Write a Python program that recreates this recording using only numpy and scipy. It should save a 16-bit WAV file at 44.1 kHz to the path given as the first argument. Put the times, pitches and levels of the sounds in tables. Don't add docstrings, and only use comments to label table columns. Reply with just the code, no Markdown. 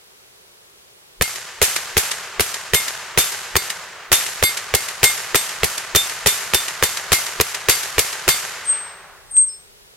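import sys
import numpy as np
from scipy import signal
from scipy.fft import rfft, irfft, next_fast_len
from scipy.io import wavfile

SR = 44100
rng = np.random.default_rng(int(sys.argv[2]) if len(sys.argv) > 2 else 0)


def wav_out(sig):
    wavfile.write(sys.argv[1], SR, np.round(np.clip(np.atleast_2d(sig).T, -1, 1) * 32767).astype(np.int16))


N = 439236

# start_s, splash_db, spray_db, first_mode_db, second_mode_db, middle_modes_db, slap_db
SHOTS = [(1.2115, -13.5, -26, -34, -56, -40, -28), (1.6162, -12, -16, -57, -59.5, -57.5, -17.5),
         (1.9683, -11.5, -20, -47.5, -48, -56, -20), (2.3964, -13.5, -24, -57, -60, -58, -24),
         (2.735, -10.5, -19.5, -27, -27.5, -48, -22), (3.1755, -11.5, -16, -56, -27, -45, -29),
         (3.5555, -10.5, -29.5, -37, -37.5, -35.5, -21.5), (4.1177, -7.5, -14.5, -53, -25, -48, -26),
         (4.4264, -11, -26, -22.5, -25.5, -29, -22), (4.7396, -10, -24.5, -34.5, -62, -39, -25),
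         (5.031, -3, -16, -21, -27, -35, -29), (5.346, -9, -20.5, -40.5, -30, -38, -28),
         (5.633, -15.5, -25.5, -53, -58, -42, -22), (5.9495, -7.5, -18.5, -42.5, -19.5, -41, -27.5),
         (6.2608, -10, -16.5, -35, -26.5, -44, -31), (6.536, -10, -21.5, -50, -25.5, -41, -24),
         (6.8256, -12, -22, -38, -33.5, -38, -23), (7.1192, -8.5, -17.5, -28.5, -54.5, -34, -25.5),
         (7.4004, -11, -29.5, -60, -55, -52.5, -22), (7.6863, -8, -16, -33, -37, -30.5, -26),
         (7.982, -9.5, -21.5, -37, -47, -38.5, -26.5), (8.279, -9, -17.5, -30.5, -27.5, -29, -39)]
# pitch_hz, level_db, t60_s
SWINGS = [(72.4, -9.5, 0.024), (142, -7.5, 0.0097), (404, -7.5, 0.024), (1030, -13, 0.01),
          (1990, 2, 0.0024)]
# delay_s, thump_db, bark_db
BOUNCES = [(0, 3, 5), (.0016, 0, 3.5), (.0088, -14, -15), (0.0135, -2, -33.5)]
# freq_hz, level_db
PUFF = [(40, -23), (90, 2), (170, 4.5), (420, -3), (800, -0.5), (2000, -17.5), (8000, -63.0)]
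# freq_hz, level_db
SPLASH = [(60, -3.5), (250, -1.5), (400, 0), (900, 1.5), (2500, 4), (5000, 0.5), (7300, 0.5), (9500, 1),
          (11500, 5.5), (13000, -1), (16000, -5)]
# freq_hz, level_db
SPRAY = [(60, -16), (280, -4.5), (500, -1.5), (1000, -1.5), (2200, 5), (5000, 0), (7300, 2.5), (9500, 0),
         (11500, 8.5), (13000, -4), (16000, -17)]
# pitch_hz, level_db, t60_s
STEEL = [(2128, 1, .36), (3594, 1, .28), (4110, -5, .3), (4642, -2, .46), (7295, -3, .24), (8333, -3, .3),
         (11036, 0, .22), (11598, 0, .26), (12071, 1, .24), (13484, -3, .18)]
# offset_db, first_mode_db_per_db, second_mode_db_per_db
TOP_MODES = (-8.5, 0.38, 0.4)
# freq_hz, level_db
SLAP = [(100, -23), (300, 5.5), (500, -2), (2000, 9.5), (7000, 2.5), (11500, 1.5), (16000, -21)]
BANKS = [.066, .083, .13, .172, .241]
# freq_hz, level_db
BANK_CLAP = [(100, -14), (450, -2), (1800, 0), (4000, -8), (10000, -18), (16000, -35)]
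# freq_hz, level_db
ROLL = [(30, -20), (80, -10), (160, -12), (280, -13.5), (450, -9), (900, -3.5), (1700, 0), (3500, -3.5),
        (7000, -0.5), (9500, -2.5), (11500, 4.5), (13000, -5.5), (16000, -13.5)]
# freq_hz, t60_s
ROLL_T60 = [(60, 1.8), (400, 9.2), (1200, 6.2), (2400, 2.93), (3400, 2.1), (5000, 1.53), (8000, 1.156),
            (14000, 0.5)]
# freq_hz, depth_ratio
LUMP_DEPTH = [(200, .4), (700, 1), (2500, 1), (7000, .4)]
# peak_s, level_db, linger_t60_s, pip_lead_s, low_note_lag_s, low_note_db
WHISTLES = [(8.699, -16, 0.49, .042, .16, -55), (9.383, -8.5, 0.33, .068, 0.11, -42)]
# start_s, level_db
TICKS = [(9.368, -24.5)]
# time_s, level_db
BREEZE = [(0, -82), (8.6, -76), (9.199, -55.5), (9.6, -56.5), (9.96, -62)]
# freq_hz, level_db
RUMBLE = [(15, -6), (45, -2.5), (90, -8), (250, -18.5), (2000, -75)]
# freq_hz, level_db
AIR = [(25, -16), (60, -8), (150, -7.5), (270, -6.5), (400, -2), (520, -4.5), (650, -7.5), (1400, -12.5),
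       (4000, -21), (8000, -35.5)]
# freq_hz, level_db
HISS = [(100, -7), (2000, 0), (5000, 1.5), (11300, -0.5), (15500, -6)]
# freq_hz, side_minus_mid_db
WIDTH = [(50, -23), (150, -15), (400, -15), (1500, -9), (4000, -2), (12000, 3)]
# freq_hz, gain_db
MIC = [(15, -12), (35, 1.5), (65, 1.5), (190, -1), (245, -7.5), (335, -5.5), (372, 1.5), (550, -.5),
       (7650, 3.5), (7900, -2.5), (8100, 4.5), (8330, 7), (8700, -1), (9200, 0)]

THUMP_DB, BARK_DB = -23, -11.5
CRACK_DB, CRACK_DB_PER_SPRAY_DB = -4, 0.72
SPLASH_DELAY_S, SPLASH_RISE_S, SPLASH_HOLD_S, SPLASH_T60_S = 0.0083, 0.0013, 0.0046, .028
RING_RISE_S, RING_HOLD_S, RING_CUT_DB_PER_S = 0.031, 0.066, 210
SLAP_DELAY_S, SLAP_RISE_S, SLAP_RISE_DB_PER_S = .141, .006, 3000
BANK_DB, BANK_LOSS_DB_PER_S = -21.5, 14.5
ROLL_DB, ROLL_RISE_S, ROLL_HOLD_S, ROLL_FALL_DB_PER_S = -23, 0.087, 0.74, 30.5
ROLL_DB_PER_SPRAY_DB = 0.29
LUMPS_DB, LUMPS_BLEND_S = 5.5, 0.42
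SLOPE_DELAY_S, SLOPE_WIDTH_S, SLOPE_DB = 0.382, 0.051, 1.5
WHISTLE_HZ, WHISTLE_RISE_S, WHISTLE_FALL_S, LINGER_DB = 8343, 0.11, 0.2, -3.5
PIP_HZ, PIP_DB, PIP_RISE_S, PIP_FALL_S = 8960, -16, 0.019, 0.078
LOW_NOTE_HZ, LOW_NOTE_RISE_S, LOW_NOTE_HOLD_S, LOW_NOTE_FALL_S = 5270, 0.078, .055, 0.14
SLIDE_HZ, SLIDE_S = 900, 0.0166
AIR_DB, HISS_DB = -52, -52
CEILING, TOP_HZ = 0.77, 16000


def rifle():
    track = np.zeros((2, N))
    steady = amp(ROLL_DB) * roll()
    add(steady, 0, bank_echoes())
    for start_s, splash_db, spray_db, first_db, second_db, middle_db, slap_db in SHOTS:
        crack_db = CRACK_DB + CRACK_DB_PER_SPRAY_DB * spray_db
        add(track, start_s, blast(THUMP_DB, BARK_DB, crack_db))
        add(track, start_s, splash(splash_db, spray_db))
        add(track, start_s, gong(first_db, second_db, middle_db))
        add(track, start_s + SLAP_DELAY_S, far_slap(slap_db))
        fresh = amp(ROLL_DB - 5.5) * roll()
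        answer_db = ROLL_DB_PER_SPRAY_DB * (spray_db + 13.5)
        add(track, start_s, amp(answer_db) * (steady + fresh))
    return track


def blast(thump_db, bark_db, crack_db):
    t = clock(.1)
    hz, db, t60_s = np.transpose(SWINGS)[:, :, None, None]
    polarity = (-1) ** np.arange(len(SWINGS))[:, None, None]
    swings = np.zeros((2, len(t)))
    for delay_s, low_db, high_db in BOUNCES:
        since = t - delay_s * (1 + 0.056 * rng.standard_normal((2, 1)))
        level_db = np.where(hz < 700, thump_db + low_db + 20.0, bark_db + high_db + 8.5) + db
        level_db = level_db + rng.normal(0, 1.2, hz.shape)
        pitch_hz = hz * rng.normal(1, 0.13, hz.shape)
        wave = np.cos(2 * np.pi * pitch_hz * since) * fade(since, t60_s)
        swings += (polarity * amp(level_db) * wave).sum(axis=0)
    puff = np.clip(t / 0.0017, 0, 1) * fade(t, 0.077) * noise(PUFF, len(t), wide_db=14)
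    crack = fade(t, 0.062) * noise(SPLASH, len(t), wide_db=1.5)
    return swings + amp(thump_db + 7) * puff + amp(crack_db + 5.5) * crack


def splash(splash_db, spray_db):
    t = clock(.4)
    since = t - SPLASH_DELAY_S
    decay = fade(np.maximum(since - SPLASH_HOLD_S, 0), SPLASH_T60_S)
    burst = np.clip(since / SPLASH_RISE_S, 0, 1) * decay * noise(SPLASH, len(t), wide_db=-3.5)
    echo_decay = fade(t, 0.13) + amp(-17.0) * fade(t, 0.82)
    spray = np.clip(t / 0.027, 0, 1) * echo_decay * noise(SPRAY, len(t), wide_db=1.5)
    return amp(splash_db + 2.7) * burst + amp(spray_db + 11) * spray


def gong(first_db, second_db, middle_db):
    t = clock(.3)
    hz, db, t60_s = np.transpose(STEEL)
    top_db = np.dot(TOP_MODES, [1, first_db, second_db]) + rng.normal(0, 2.5, len(hz) - 4)
    blow_db = np.r_[first_db, second_db, middle_db, middle_db, top_db]
    phase = rng.uniform(0, 2 * np.pi, (len(hz), 1)) + rng.normal(0, 0.44, (2, len(hz), 1))
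    decay = amp(blow_db + db + 9.5)[:, None] * fade(t, t60_s[:, None])
    modes = decay * np.sin(2 * np.pi * hz[:, None] * t + phase)
    cut = amp(-RING_CUT_DB_PER_S * np.maximum(t - RING_HOLD_S, 0))
    return modes.sum(axis=1) * np.clip(t / RING_RISE_S, 0, 1) * cut


def far_slap(slap_db):
    t = clock(.1)
    since = t - SLAP_RISE_S
    clap = np.minimum(amp(since * SLAP_RISE_DB_PER_S), amp(-60 * since / .04))
    scatter = amp(-13) * fade(since, .12)
    return amp(slap_db + 2.0) * (clap + scatter) * noise(SLAP, len(t), wide_db=-0.5)


def bank_echoes():
    t = clock(.04)
    echoes = np.zeros((2, SR // 2))
    for delay_s in BANKS:
        level_db = BANK_DB - BANK_LOSS_DB_PER_S * delay_s
        add(echoes, delay_s, amp(level_db) * fade(t, 0.011) * noise(BANK_CLAP, len(t), wide_db=6.5))
    return echoes


def roll():
    t = clock(2)
    hz, when_s, bins = signal.stft(noise(ROLL, len(t), wide_db=-3.5), SR, nperseg=256)
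    lumps_db = LUMPS_DB * np.exp(-t / LUMPS_BLEND_S) * wobble(len(t), 170)
    lumps_db = lumps_db + 1.8 * wobble(len(t), 18)
    depth = along(LUMP_DEPTH, hz)[:, None]
    fall_db = ROLL_FALL_DB_PER_S * np.maximum(when_s - ROLL_HOLD_S, 0)
    slope_db = SLOPE_DB * np.exp(-((when_s - SLOPE_DELAY_S) / SLOPE_WIDTH_S) ** 2)
    level_db = depth * np.interp(when_s, t, lumps_db) - fall_db + slope_db
    decay = fade(when_s, along(ROLL_T60, hz)[:, None])
    bins = bins * amp(level_db) * np.clip(when_s / ROLL_RISE_S, 0, 1) * decay
    return signal.istft(bins, SR, nperseg=256)[1][:, :len(t)]


def whistles():
    track = np.zeros((2, N))
    lead_s = .2
    t = clock(.9) - lead_s
    size = len(t)
    for peak_s, level_db, linger_t60_s, pip_lead_s, low_lag_s, low_db in WHISTLES:
        pip_level = amp(PIP_DB) * swell(t + pip_lead_s, PIP_RISE_S, PIP_FALL_S)
        pip = pip_level * tone(PIP_HZ, size, waver_hz=60)
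        main = swell(t, WHISTLE_RISE_S, WHISTLE_FALL_S) * tone(WHISTLE_HZ, size, waver_hz=25)
        linger_level = amp(LINGER_DB) * fade(t, linger_t60_s) * np.clip(t / 0.063, 0, 1)
        linger = linger_level * tone(WHISTLE_HZ, size, waver_hz=5.7)
        low_hz = LOW_NOTE_HZ + SLIDE_HZ * np.clip((low_lag_s - t) / SLIDE_S, 0, 1)
        low_t = t - np.clip(t, low_lag_s, low_lag_s + LOW_NOTE_HOLD_S)
        low = swell(low_t, LOW_NOTE_RISE_S, LOW_NOTE_FALL_S) * tone(low_hz, size, waver_hz=25)
        add(track, peak_s - lead_s, amp(level_db) * (pip + main + linger) + amp(low_db) * low)
    return track * amp([[1], [-1]])


def ticks():
    track = np.zeros((2, N))
    t = clock(.02)
    for start_s, level_db in TICKS:
        add(track, start_s, amp(level_db + 5.5) * fade(t, 0.0025) * noise(SPLASH, len(t), wide_db=-6.0))
    return track


def breeze():
    level_db = np.interp(np.arange(N) / SR, *np.transpose(BREEZE)) + 2.5 * wobble(N, 6)
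    return amp(level_db) * noise(RUMBLE, N, wide_db=21)


def air():
    return amp(AIR_DB) * noise(AIR, N, wide_db=14.5)


def noise(spectrum, size, wide_db=0):
    m = next_fast_len(size + 2048)
    hz = np.fft.rfftfreq(m, 1 / SR)
    bins = rfft(rng.standard_normal((2, m))) * amp(along(spectrum, hz))
    mid = irfft(bins[0], m)
    side = irfft(bins[1] * amp(along(WIDTH, hz) + wide_db), m)
    return unit(np.array([mid + side, mid - side])[:, :size])


def tone(hz, size, waver_hz):
    return np.sin(2 * np.pi * np.cumsum(hz + waver_hz * wobble(size, 70)) / SR)


def swell(t, rise_s, fall_s):
    return amp(-60 * np.maximum(-t / rise_s, t / fall_s))


def fade(t, t60_s):
    return (t >= 0) * amp(-60 * np.maximum(t, 0) / t60_s)


def wobble(size, knots_per_s):
    knots = rng.standard_normal(int(size * knots_per_s / SR) + 2)
    return np.interp(np.arange(size) * knots_per_s / SR, np.arange(len(knots)), knots)


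def along(points, hz):
    f, v = np.transpose(points)
    return np.interp(np.log(hz + 1), np.log(f + 1), v)


def amp(db):
    return 10 ** (np.asarray(db) / 20)


def unit(x):
    return x / np.sqrt(np.mean(x ** 2) + 1e-20)


def clock(length_s):
    return np.arange(int(length_s * SR)) / SR


def add(track, start_s, sound):
    part = track[:, round(start_s * SR):][:, :sound.shape[-1]]
    part += sound[..., :part.shape[1]]


def scene():
    return rifle() + whistles() + ticks() + breeze() + air()


def record(dry):
    m = next_fast_len(N + SR // 2)
    hz = np.fft.rfftfreq(m, 1 / SR)
    coloured = irfft(rfft(dry, m) * amp(along(MIC, hz)), m)[:, :N]
    heard = coloured + amp(HISS_DB) * noise(HISS, N, wide_db=0)
    fine = signal.resample_poly(heard, 2, 1, axis=1)
    clipped = fine / (1 + np.abs(fine / CEILING) ** 4) ** (1 / 4)
    limited = signal.resample_poly(clipped, 1, 2, axis=1)
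    return irfft(rfft(limited, m) * (hz < TOP_HZ), m)[:, :N]


dry = scene()
out = record(dry)
wav_out(out)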